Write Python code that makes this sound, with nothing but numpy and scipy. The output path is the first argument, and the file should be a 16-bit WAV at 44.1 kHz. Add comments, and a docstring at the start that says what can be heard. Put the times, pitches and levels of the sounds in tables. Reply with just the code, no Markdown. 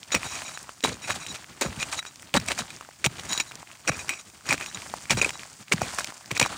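"""Hand pick in stony soil

A steel hand pick chops into stony soil close to a phone, outdoors: each swing crunches in, thuds and is dragged back.
Crunches and running gravel are swarms of tiny damped wavelets mixed with noise; stone clicks and thuds are decaying
sines that drop in pitch. Click taps and crunch forces drive the ringing modes of the pick head. Loosened gravel
trickles down the bank in slides, with stray pebble clicks, over a faint outdoor hiss."""
import sys
import numpy as np
from scipy import signal
from scipy.fft import rfft, irfft, next_fast_len
from scipy.io import wavfile
from scipy.ndimage import map_coordinates

SR = 44100
rng = np.random.default_rng(int(sys.argv[2]) if len(sys.argv) > 2 else 0)


def put_to_file(sound):
    """Save the sound as 16-bit audio at rate SR, in the file named by the first command-line argument."""
    columns = np.atleast_2d(sound).T  # one column per channel
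    safe = np.clip(columns, -1, 1)
    whole_steps = np.round(safe * 32767)
    wavfile.write(sys.argv[1], SR, whole_steps.astype(np.int16))


N = 289737

# tone of coarse stone grit: frequency_hz [Hz], gain_db [dB]
GRIT_TONE = [(350, -22), (600, -3), (1200, 0), (2500, -0.5), (4500, 0.5), (6000, -28.5)]
# tone of fine, hissing dust: frequency_hz [Hz], gain_db [dB]
DUST_TONE = [(3500, -15), (5000, 2), (7000, 6), (9000, 3), (12000, -0.5), (16000, -9)]


def amp(db):
    """Linear amplitude for a level in dB."""
    return 10 ** (np.asarray(db) / 20)


def unit(x):
    """x scaled to an rms of 1."""
    return x / np.sqrt(np.mean(x ** 2) + 1e-20)


def filtered(x, response):
    """x times a response given as a function of frequency in Hz."""
    size = next_fast_len(N + SR // 2, True)
    spectrum = rfft(x, size) * response(np.fft.rfftfreq(size, 1 / SR))
    return irfft(spectrum, size)[..., :N]


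def coloured(x, points):
    """x through a causal minimum-phase filter drawn through (Hz, dB) points."""
    hz, db = np.transpose(points)
    grid = np.fft.rfftfreq(8192, 1 / SR)
    gain_db = np.interp(np.log(grid + 1), np.log(hz), db)
    # folding the cepstrum forward in time makes the filter causal
    cepstrum = irfft(np.log(amp(gain_db)))
    half = len(cepstrum) // 2
    cepstrum[1:half] *= 2
    cepstrum[half + 1:] = 0
    impulse = irfft(np.exp(rfft(cepstrum)))
    return signal.fftconvolve(x, impulse)[:N]


def wobble(rate):
    """A smooth random curve through rate knots a second."""
    knots = rng.standard_normal(int(N * rate / SR) + 4)
    return map_coordinates(knots, [np.arange(N) * rate / SR])


def grains(count, spread_db, cycles, noise):
    """Tiny stone contacts, each a short damped wavelet of random pitch and size, on a share of plain noise; rms 1."""
    when, pitch, size, sign = rng.random((count, 4)).T
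    hz = 400 * 40 ** pitch[:, None]  # 400 Hz to 16 kHz
    t = np.arange(96) / SR
    wavelet = np.sqrt(hz) * np.cos(2 * np.pi * hz * t) * np.exp(-hz * t / cycles)
    strength = amp(-spread_db * np.log(size + 0.032)) * np.sign(sign - 0.5)
    wavelet *= strength[:, None]
    index = (when * N).astype(int)[:, None] + np.arange(len(t))
    patter = np.bincount(index.ravel(), wavelet.ravel(), N + len(t))[:N]
    return unit(unit(patter) + noise * rng.standard_normal(N))


def flows_db():
    """Levels of patter, dust and rumble: each swing sets loose a slide that rises, holds and dies away."""
    # loose gravel running down the bank: full_flow_s [s], hold_s [s], level_db [dB], fall_db_per_s [dB/s],
    # dust_db and rumble_db [dB against the patter]
    slides = [(0.214, 0.19, -36, 45, 0.5, -9), (1.06, 0.15, -41.5, 31, 0.5, -5.5),
              (1.755, 0.11, -37.5, 64, -2, -3), (2.44, 0.12, -39.5, 42, -1, -2.5),
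              (3.166, 0.052, -40, 21, -1.5, -3.5), (3.97, 0.02, -41.5, 51, 2.5, -3),
              (4.58, 0.34, -41, 55, 1, -5.5), (5.152, 0.24, -42.5, 73, 1.5, -3.5),
              (5.847, 0.067, -34.5, 50, 0, -8), (6.462, 0.049, -36, 40, -4, -7)]
    # what still runs between slides: patter_db, dust_db, rumble_db [dB]
    settled = [-58, -51, -64]
    rise_db_per_s, dust_lag_s, rumble_lead_s = 90, 0.032, 0.023
    t = np.arange(N) / SR - np.array([[0], [dust_lag_s], [-rumble_lead_s]])
    power = amp(settled)[:, None] ** 2
    for full_flow_s, hold_s, level_db, fall_db_per_s, dust_db, rumble_db in slides:
        rise_db = rise_db_per_s * np.maximum(full_flow_s - t, 0)
        fall_db = fall_db_per_s * np.maximum(t - full_flow_s - hold_s, 0)
        balance_db = np.array([[0], [dust_db], [rumble_db]])
        power = power + amp(level_db - rise_db - fall_db + balance_db) ** 2
    return 10 * np.log10(power)


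def trickle():
    """Gravel and a few larger pebbles patter over a hiss of dust and a lumpy rumble of sliding soil."""
    # tone of sliding soil: frequency_hz [Hz], gain_db [dB]
    rumble_tone = [(35, -26), (70, -3), (140, -2), (300, -5.5), (600, -15.5), (900, -27)]
    patter_db, dust_db, rumble_db = flows_db()
    gravel = grains(count=12000, spread_db=3, cycles=1.2, noise=1.0)
    pebbles = grains(count=600, spread_db=6.5, cycles=1.1, noise=0)
    lumps = wobble(35)  # shared, so all three layers surge together

    patter_db = patter_db + 2.17 * lumps + 1.4 * wobble(100)
    patter = amp(patter_db) * unit(coloured(gravel + 0.34 * pebbles, GRIT_TONE))
    dust_db = dust_db + 1.2 * lumps + 1.6 * wobble(90)
    hiss = amp(dust_db) * unit(coloured(gravel + 0.4 * pebbles, DUST_TONE))
    rumble_db = rumble_db + 3.9 * lumps + 1.85 * wobble(17)
    rumble = amp(rumble_db) * unit(coloured(rng.standard_normal(N), rumble_tone))
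    return patter + hiss + rumble


def air():
    """A faint even outdoor hiss: steady coloured noise."""
    # tone of the open air: frequency_hz [Hz], gain_db [dB]
    air_tone = [(40, -10), (130, 7), (470, -18), (1300, -9), (4600, -5), (8300, -10), (16000, -0.5)]
    return amp(-50) * unit(coloured(rng.standard_normal(N), air_tone))


def strays(count):
    """Rows of pebble clicks at random moments, louder while more gravel runs."""
    loudest_db, range_db = -25, 6.5  # loudest click at the mean flow level
    growth = 0.86  # dB louder for each dB more gravel
    lowest_hz, pitch_ratio, ring_db = 1200, 6, -28
    patter_db = flows_db()[0]
    ceiling_db = loudest_db + growth * (patter_db - patter_db.mean())
    rows = []
    for when, size, pitch in rng.random((count, 3)):
        level_db = ceiling_db[int(when * N)] - range_db * size
        rows.append((when * N / SR, level_db, lowest_hz * pitch_ratio ** pitch, ring_db, "flat"))
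    return rows


def clicks():
    """A stone clicks for a cycle or two, its pitch dropping, sheds a puff of grit and taps the steel."""
    # single stone clicks: start_s [s], level_db [relative dB], pitch_hz [Hz, where the drop settles],
    # ring_db [dB of steel tap against the click], side of the head that is met
    stone_clicks = [(0.031, -18, 3300, -23, "flat"), (0.119, -14, 2480, -17, "edge"),
                    (0.149, 4, 2070, -21, "flat"), (0.2313, -13, 2020, -20, "flat"),
                    (0.354, -15, 2490, -18.5, "edge"), (0.4199, -13, 1620, -24, "flat"),
                    (0.481, -22, 3000, -14, "flat"), (0.5745, -13, 1630, -23, "flat"),
                    (0.6927, -15.5, 1200, -34, "flat"), (0.8065, -20.5, 3700, -27.5, "flat"),
                    (0.8278, -19, 6800, -19, "edge"), (0.8395, -2.5, 2930, -21, "edge"),
                    (0.8487, -2.5, 950, -18, "flat"), (1.1067, -4.5, 1760, -28, "edge"),
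                    (1.2652, -12, 2820, -18, "edge"), (1.3491, -15.5, 3600, -29, "flat"),
                    (1.358, -21, 1410, -25, "flat"), (1.4438, -21, 2170, -34, "flat"),
                    (1.6106, -18, 2480, -30, "flat"), (1.8283, -7, 2720, -10, "flat"),
                    (1.927, -10, 4040, -15, "flat"), (2.0272, -20, 1600, -17, "flat"),
                    (2.052, -18, 1450, -18, "flat"), (2.0655, -25, 3200, -19, "edge"),
                    (2.1587, -19.5, 5700, -35, "flat"), (2.1966, -23.5, 3080, -30, "flat"),
                    (2.2228, -16.5, 8200, -41, "flat"), (2.2292, -24, 1910, -31, "flat"),
                    (2.2727, -26.5, 3260, -28, "flat"), (2.3409, 3, 2880, -39, "flat"),
                    (2.3697, -5, 1050, -22, "edge"), (2.3736, -4, 1780, -20, "flat"),
                    (2.3998, -11, 5560, -23, "flat"), (2.485, -7.5, 3030, -7, "flat"),
                    (2.5183, -1.5, 2620, -37, "flat"), (2.5946, -19, 1950, -28, "flat"),
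                    (2.608, -18, 5300, -25, "flat"), (2.7044, -17.5, 3700, -15.5, "flat"),
                    (2.771, -26, 2000, -30, "flat"), (2.8101, -17.5, 1200, -19, "flat"),
                    (2.825, -27, 1070, -36, "flat"), (2.889, -25, 790, -36, "flat"),
                    (3.0424, -12, 3500, -27, "flat"), (3.0458, -8, 3800, -13, "flat"),
                    (3.0622, 6.5, 3100, -27, "flat"), (3.1965, -12.5, 3330, -33, "flat"),
                    (3.324, -12, 3100, -19, "edge"), (3.331, -3.5, 3700, -21, "edge"),
                    (3.377, -3, 3750, -22, "edge"), (3.402, -11.5, 2300, -9, "flat"),
                    (3.5124, -20.5, 1490, -28, "flat"), (3.519, -18, 2780, -22, "flat"),
                    (3.555, -12, 5900, -37, "flat"), (3.629, -22.5, 940, -29, "flat"),
                    (3.673, -24.5, 2100, -21.5, "flat"), (3.715, -21.5, 2540, -21, "flat"),
                    (3.8764, -10, 2520, -4.5, "flat"), (3.8932, -7.5, 1360, -16, "flat"),
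                    (4.0826, -15, 5800, -21, "flat"), (4.0925, -7.5, 2430, -4.5, "flat"),
                    (4.1075, -16, 2770, -53, "flat"), (4.2998, -24, 7400, -23, "flat"),
                    (4.4905, -9, 1900, -15, "flat"), (4.508, -16, 2830, 1, "flat"),
                    (4.5268, 3, 2070, -21, "flat"), (4.579, -14, 2170, -16, "flat"),
                    (4.611, -10, 1860, -37, "flat"), (4.6617, -16, 2420, -11, "flat"),
                    (4.7462, -25.5, 3240, -8.5, "edge"), (4.7731, -15.5, 2280, -39, "flat"),
                    (4.8203, -17.5, 2300, -30, "flat"), (4.8992, -20, 3500, -23, "flat"),
                    (4.939, -10.5, 850, -39, "flat"), (5.0555, -19.5, 2110, -26, "flat"),
                    (5.097, -11, 2300, -9, "flat"), (5.107, 0.5, 2530, -10, "flat"),
                    (5.132, -10, 1800, -21, "flat"), (5.215, -10, 2740, -3.5, "flat"),
                    (5.2458, -14.5, 2350, -1.5, "flat"), (5.2924, -11.5, 2370, -9, "flat"),
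                    (5.3055, -11, 2180, -27, "edge"), (5.3945, -18.5, 2700, -21, "flat"),
                    (5.4337, -17, 1850, -37, "flat"), (5.682, -24, 2550, -30, "flat"),
                    (5.7215, -4, 3680, -6.5, "flat"), (5.734, -4.5, 2030, -22, "flat"),
                    (5.8175, -3.5, 710, -24, "flat"), (5.987, -4.5, 1510, -42, "flat"),
                    (6.0071, -10.5, 1450, -27, "edge"), (6.0447, -4, 5900, -28, "flat"),
                    (6.1043, -18, 1580, -34, "flat"), (6.1228, -21, 1010, -36, "flat"),
                    (6.2595, -17, 5250, -40, "flat"), (6.3139, -5.5, 2430, -15.5, "flat"),
                    (6.3766, -3, 5100, -29, "edge"), (6.3985, 3, 5970, -34, "flat"),
                    (6.3984, 6, 4600, -15.5, "flat"), (6.414, -1, 2520, -17, "flat"),
                    (6.4273, -2, 3200, -12, "flat"), (6.4617, -8, 1020, -34, "edge")]
    stones, flat, edge = np.zeros((3, N + SR))
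    t = np.arange(SR // 50) / SR
    for start_s, level_db, pitch_hz, ring_db, side in stone_clicks + strays(count=150):
        cycles = pitch_hz * t
        dropping = cycles + 0.05 * (1 - np.exp(-cycles / 0.13))
        knock = np.sin(2 * np.pi * dropping) * np.exp(-cycles / 0.84)
        # the smaller of the two stones answers higher
        chip = 0.45 * np.sin(2 * np.pi * rng.uniform(1.1, 2.64) * cycles) * np.exp(-cycles / 0.53)
        puff = 0.11 * amp(-60 * t / 0.02) * rng.standard_normal(len(t))
        attack = np.clip(cycles / 0.39, 0, 1)
        i = round(start_s * SR)
        stones[i:i + len(t)] += amp(level_db + 3.0) * ((knock + chip) * attack + puff)

        # the contact chatters for a millisecond or two, so the ring swells rather than jumps
        chatter = t * np.exp(-t / 0.00067) * rng.standard_normal(len(t))
        chatter = 0.96 * chatter / np.linalg.norm(chatter)
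        chatter[round(0.0004 * SR)] += 0.7  # the main tap
        met = flat if side == "flat" else edge
        met[i:i + len(t)] += amp(level_db + ring_db + 19.5) * chatter
    return np.array([stones, flat, edge])[:, :N]


def steel(flat, edge):
    """The pick head rings with other mode strengths for forces on its flat and on its edge."""
    # modes of the pick head: mode_hz [Hz], t60_s [s], flat_db and edge_db [dB when met on that side]
    modes = [(2297, 0.037, -10, -42), (2473, 0.019, -1, -48), (2720, 0.036, -14.5, -38),
             (3895, 0.04, -38, 6), (5740, 0.009, -7, -1), (6853, 0.028, -12.5, 4),
             (7820, 0.0098, -11.5, -12), (8940, 0.018, -16, -11), (14300, 0.059, -20, -18)]
    ring = 0
    for mode_hz, t60_s, flat_db, edge_db in modes:
        decay = amp(-60 / (t60_s * SR))  # per sample
        # the point of contact wanders, so each mode is caught more or less well
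        catch = amp(2.05 * wobble(25))
        force = (amp(flat_db) * flat + amp(edge_db) * edge) * catch
        pole = decay * np.exp(2j * np.pi * mode_hz / SR)
        mode = signal.lfilter([np.sqrt(2 - 2 * decay ** 2)], [1, -pole], force)
        # soil clinging to the moving head makes the pitch waver
        ring = ring + (mode * np.exp(1.2j * wobble(70))).imag
    return ring


def crunches():
    """Dense grit breaks under the blade and shakes the soil; returns the sound and the forces on the steel."""
    # pick grinding through soil: start_s [s], length_s [s, the 21 ms fade-out ends 10 ms after it],
    # level_db [relative dB], fade_db [dB fallen over the length],
    # soil_db, flat_db, edge_db [relative dB of soil body and steel forces]
    grinds = [(0.117, 0.027, -30, 9, -12, -4, 0), (0.143, 0.039, -28.5, 23, -3, 0, -22),
              (0.239, 0.096, -48.5, 8, -9, 6, 2), (0.317, 0.059, -44.5, -2, -15, 7, -2.5),
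              (0.447, 0.049, -50, -2, -21, 10, 1), (0.538, 0.017, -51, -4, -20, -22, 11.5),
              (0.836, 0.029, -19, 9, -3, -15, -14), (0.869, 0.1, -35.5, 19.5, -4, -12, -22),
              (1.015, 0.048, -48.5, -4, -28, 11.5, 1), (1.072, 0.055, -26.5, -8.5, -16.5, -9, -16),
              (1.137, 0.028, -31.5, -10, -21, -22, -32), (1.198, 0.061, -48.5, 4, -18, 7, -1),
              (1.282, 0.04, -45.5, 1, -18, -27, 7.5), (1.342, 0.033, -37.5, 8, -32, -2.5, -32),
              (1.61, 0.1, -32.5, 30, -7.5, -8, -16), (1.787, 0.048, -31.5, -11, -15, 0, -8.5),
              (1.913, 0.044, -29, 1, -30, -15, -32), (1.964, 0.029, -35, -17, -54, -26, -0.5),
              (2.059, 0.033, -46.5, 7, -22, 0, 1), (2.339, 0.036, -19, -5.5, -4, -32, -30),
              (2.475, 0.022, -32.5, 0, -20, 1, -12), (2.499, 0.024, -22, -9, -10.5, -11, -28),
              (2.576, 0.024, -28, -13.5, -48, -7, -14), (2.604, 0.012, -30, 13, -4, -13, -12),
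              (2.683, 0.034, -50, -5, -15, -15, -8), (3.042, 0.025, -19, 1.5, -8, -7, -14),
              (3.186, 0.0064, -38, -9, -12, 2, -6), (3.287, 0.076, -32.5, 4, -36, -19, -4),
              (3.356, 0.041, -35.5, -3, -35, -15, -12), (3.398, 0.026, -28.5, 25, -23, -5.5, -8),
              (3.465, 0.03, -53, 0, -15, -17, 4.5), (3.87, 0.02, -30, -24.5, 2.5, 3.5, -18),
              (3.912, 0.045, -38, -2, -3, 1.5, -21), (3.989, 0.026, -37, -3, -14, 3.5, -9),
              (4.09, 0.1, -45.5, 25, -6, 9.5, -9.5), (4.188, 0.022, -51.5, 10, -13, -4, 4.5),
              (4.447, 0.039, -37.5, -19, -14, -5.5, -22), (4.488, 0.06, -24.5, -1.5, -9, -1, -27),
              (4.595, 0.043, -35.5, -3, -9, 1, -32), (4.656, 0.052, -53, 2, -13, -9, 6),
              (5.102, 0.029, -18, -3, -11, -7, -26), (5.169, 0.036, -27.5, 6, -5.5, -2.5, -11),
              (5.213, 0.026, -23, 1, -4.5, -8, -32), (5.243, 0.055, -30.5, 3, -6.5, -12, -32),
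              (5.334, 0.031, -57, 0, -17, -20, 9), (5.714, 0.017, -22.5, -17.5, -5.5, -31, -34),
              (5.809, 0.042, -33, 1, -3, -2, -19), (5.983, 0.033, -31, 20.5, -31, -7, -30),
              (6.306, 0.02, -30.5, 4, -4.5, -5, -34), (6.347, 0.026, -31, -17, -9, -2, -26),
              (6.395, 0.0087, -17.5, 13, -21, -15, -32), (6.41, 0.01, -15, -6, -3.5, -4, -18),
              (6.431, 0.047, -32, 9, -3, -3.5, -16)]
    # tone of the shaken soil body: frequency_hz [Hz], gain_db [dB]
    soil_tone = [(120, -19.5), (250, 11.5), (550, 7.5), (900, -44)]
    levels = np.zeros((5, N + SR))
    for start_s, length_s, level_db, fade_db, soil_db, flat_db, edge_db in grinds:
        t = np.arange(round((length_s + 0.01) * SR)) / SR
        attack = np.clip(t / 0.0026, 0, 1)
        release = np.clip((t[-1] - t) / 0.021, 0, 1)
        shape = amp(level_db + fade_db * (0.5 - t / length_s)) * attack * release
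        treble_db = -3.5 - 0.1 * soil_db  # more soil body dulls the treble
        layers_db = [-1.5, treble_db, soil_db, flat_db, edge_db]
        levels[:, round(start_s * SR):][:, :len(t)] += amp(layers_db)[:, None] * shape
    grit, dust, soil, flat, edge = levels[:, :N]

    force = grains(count=14000, spread_db=7.0, cycles=1.0, noise=0.7)
    broken = grit * unit(coloured(force, GRIT_TONE)) + dust * unit(coloured(force, DUST_TONE))
    body = soil * unit(coloured(force, soil_tone))
    shaking = amp(-1.5) * unit(force + 1.2 * rng.standard_normal(N))
    return np.array([broken + body, flat * shaking, edge * shaking])


def thuds():
    """Soft low pushes whose pitch sags as the soil gives, each with a dull shudder that starts with it and fades."""
    # the ground answers a blow: blow_s [s], level_db [relative dB], pitch_hz [Hz, sags from 1.18 to 0.7 of it],
    # shudder_t60_s [s, before 33 ms is added]
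    blows = [(0.153, -24, 196, 0.16), (0.85, -31, 198, 0.063), (0.88, -29.5, 175, 0.39),
             (1.101, -29, 113, 0.27), (1.66, -21.5, 165, 0.23), (1.775, -26, 150, 0.063),
             (2.344, -22, 156, 0.34), (2.371, -18.5, 210, 0.031), (2.607, -32, 208, 0.092),
             (3.067, -17.5, 145, 0.035), (3.883, -34, 176, 0.49), (3.899, -21, 152, 0.025),
             (4.496, -28, 154, 0.14), (4.531, -29, 160, 0.13), (5.118, -24.5, 170, 0.4),
             (5.14, -17, 145, 0.091), (5.174, -28, 192, 0.08), (5.241, -32.5, 139, 0.18),
             (5.741, -17.5, 172, 0.033), (5.789, -32, 162, 0.082), (5.823, -24, 132, 0.05),
             (6.319, -29.5, 132, 0.12), (6.422, -22, 130, 0.096)]
    # tone of the shuddering bank: frequency_hz [Hz], gain_db [dB]
    bank_tone = [(35, -50), (55, -1.5), (120, 4), (250, -2.5), (450, -29.5)]
    ground, shudder = np.zeros((2, N + SR))
    t = np.arange(SR // 3) / SR
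    for blow_s, level_db, pitch_hz, shudder_t60_s in blows:
        turns = pitch_hz * (0.7 * t + 0.0076 * (1 - np.exp(-t / 0.016)))
        rise = amp(level_db) * np.clip(t / 0.0059, 0, 1)
        start = round((blow_s - 0.003) * SR)  # push and shudder begin 3 ms early
        ground[start:][:len(t)] += rise * amp(8.5 - 60 * t / 0.052) * np.sin(2 * np.pi * turns)
        shudder[start:][:len(t)] += rise * amp(-5 - 60 * t / (shudder_t60_s + 0.033))
    return ground[:N] + shudder[:N] * unit(coloured(rng.standard_normal(N), bank_tone))


def scene():
    """Rubble, ringing steel, thuds, running gravel and air, summed to one channel."""
    rubble, flat, edge = crunches() + clicks()
    return (rubble + steel(flat, edge) + thuds() + trickle() + air())[None]


def record(dry):
    """The phone's microphone shapes the tone, rounds off the tallest peaks and keeps nothing above its band limit."""
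    # microphone response: frequency_hz [Hz], gain_db [dB]
    mic_tone = [(25, -66), (45, -3.5), (60, -2.5), (8500, -5.5), (9500, -7), (11000, -19), (13000, -17.5),
                (15200, -10), (16000, -20)]
    band_limit_hz = 15900
    heard = coloured(dry[0], mic_tone)
    heard = heard / (1 + abs(heard / 0.68) ** 4) ** (1 / 4)  # peaks bend over towards 0.68
    return filtered(heard, lambda hz: hz < band_limit_hz)[None]


dry = scene()
out = record(dry)
put_to_file(out)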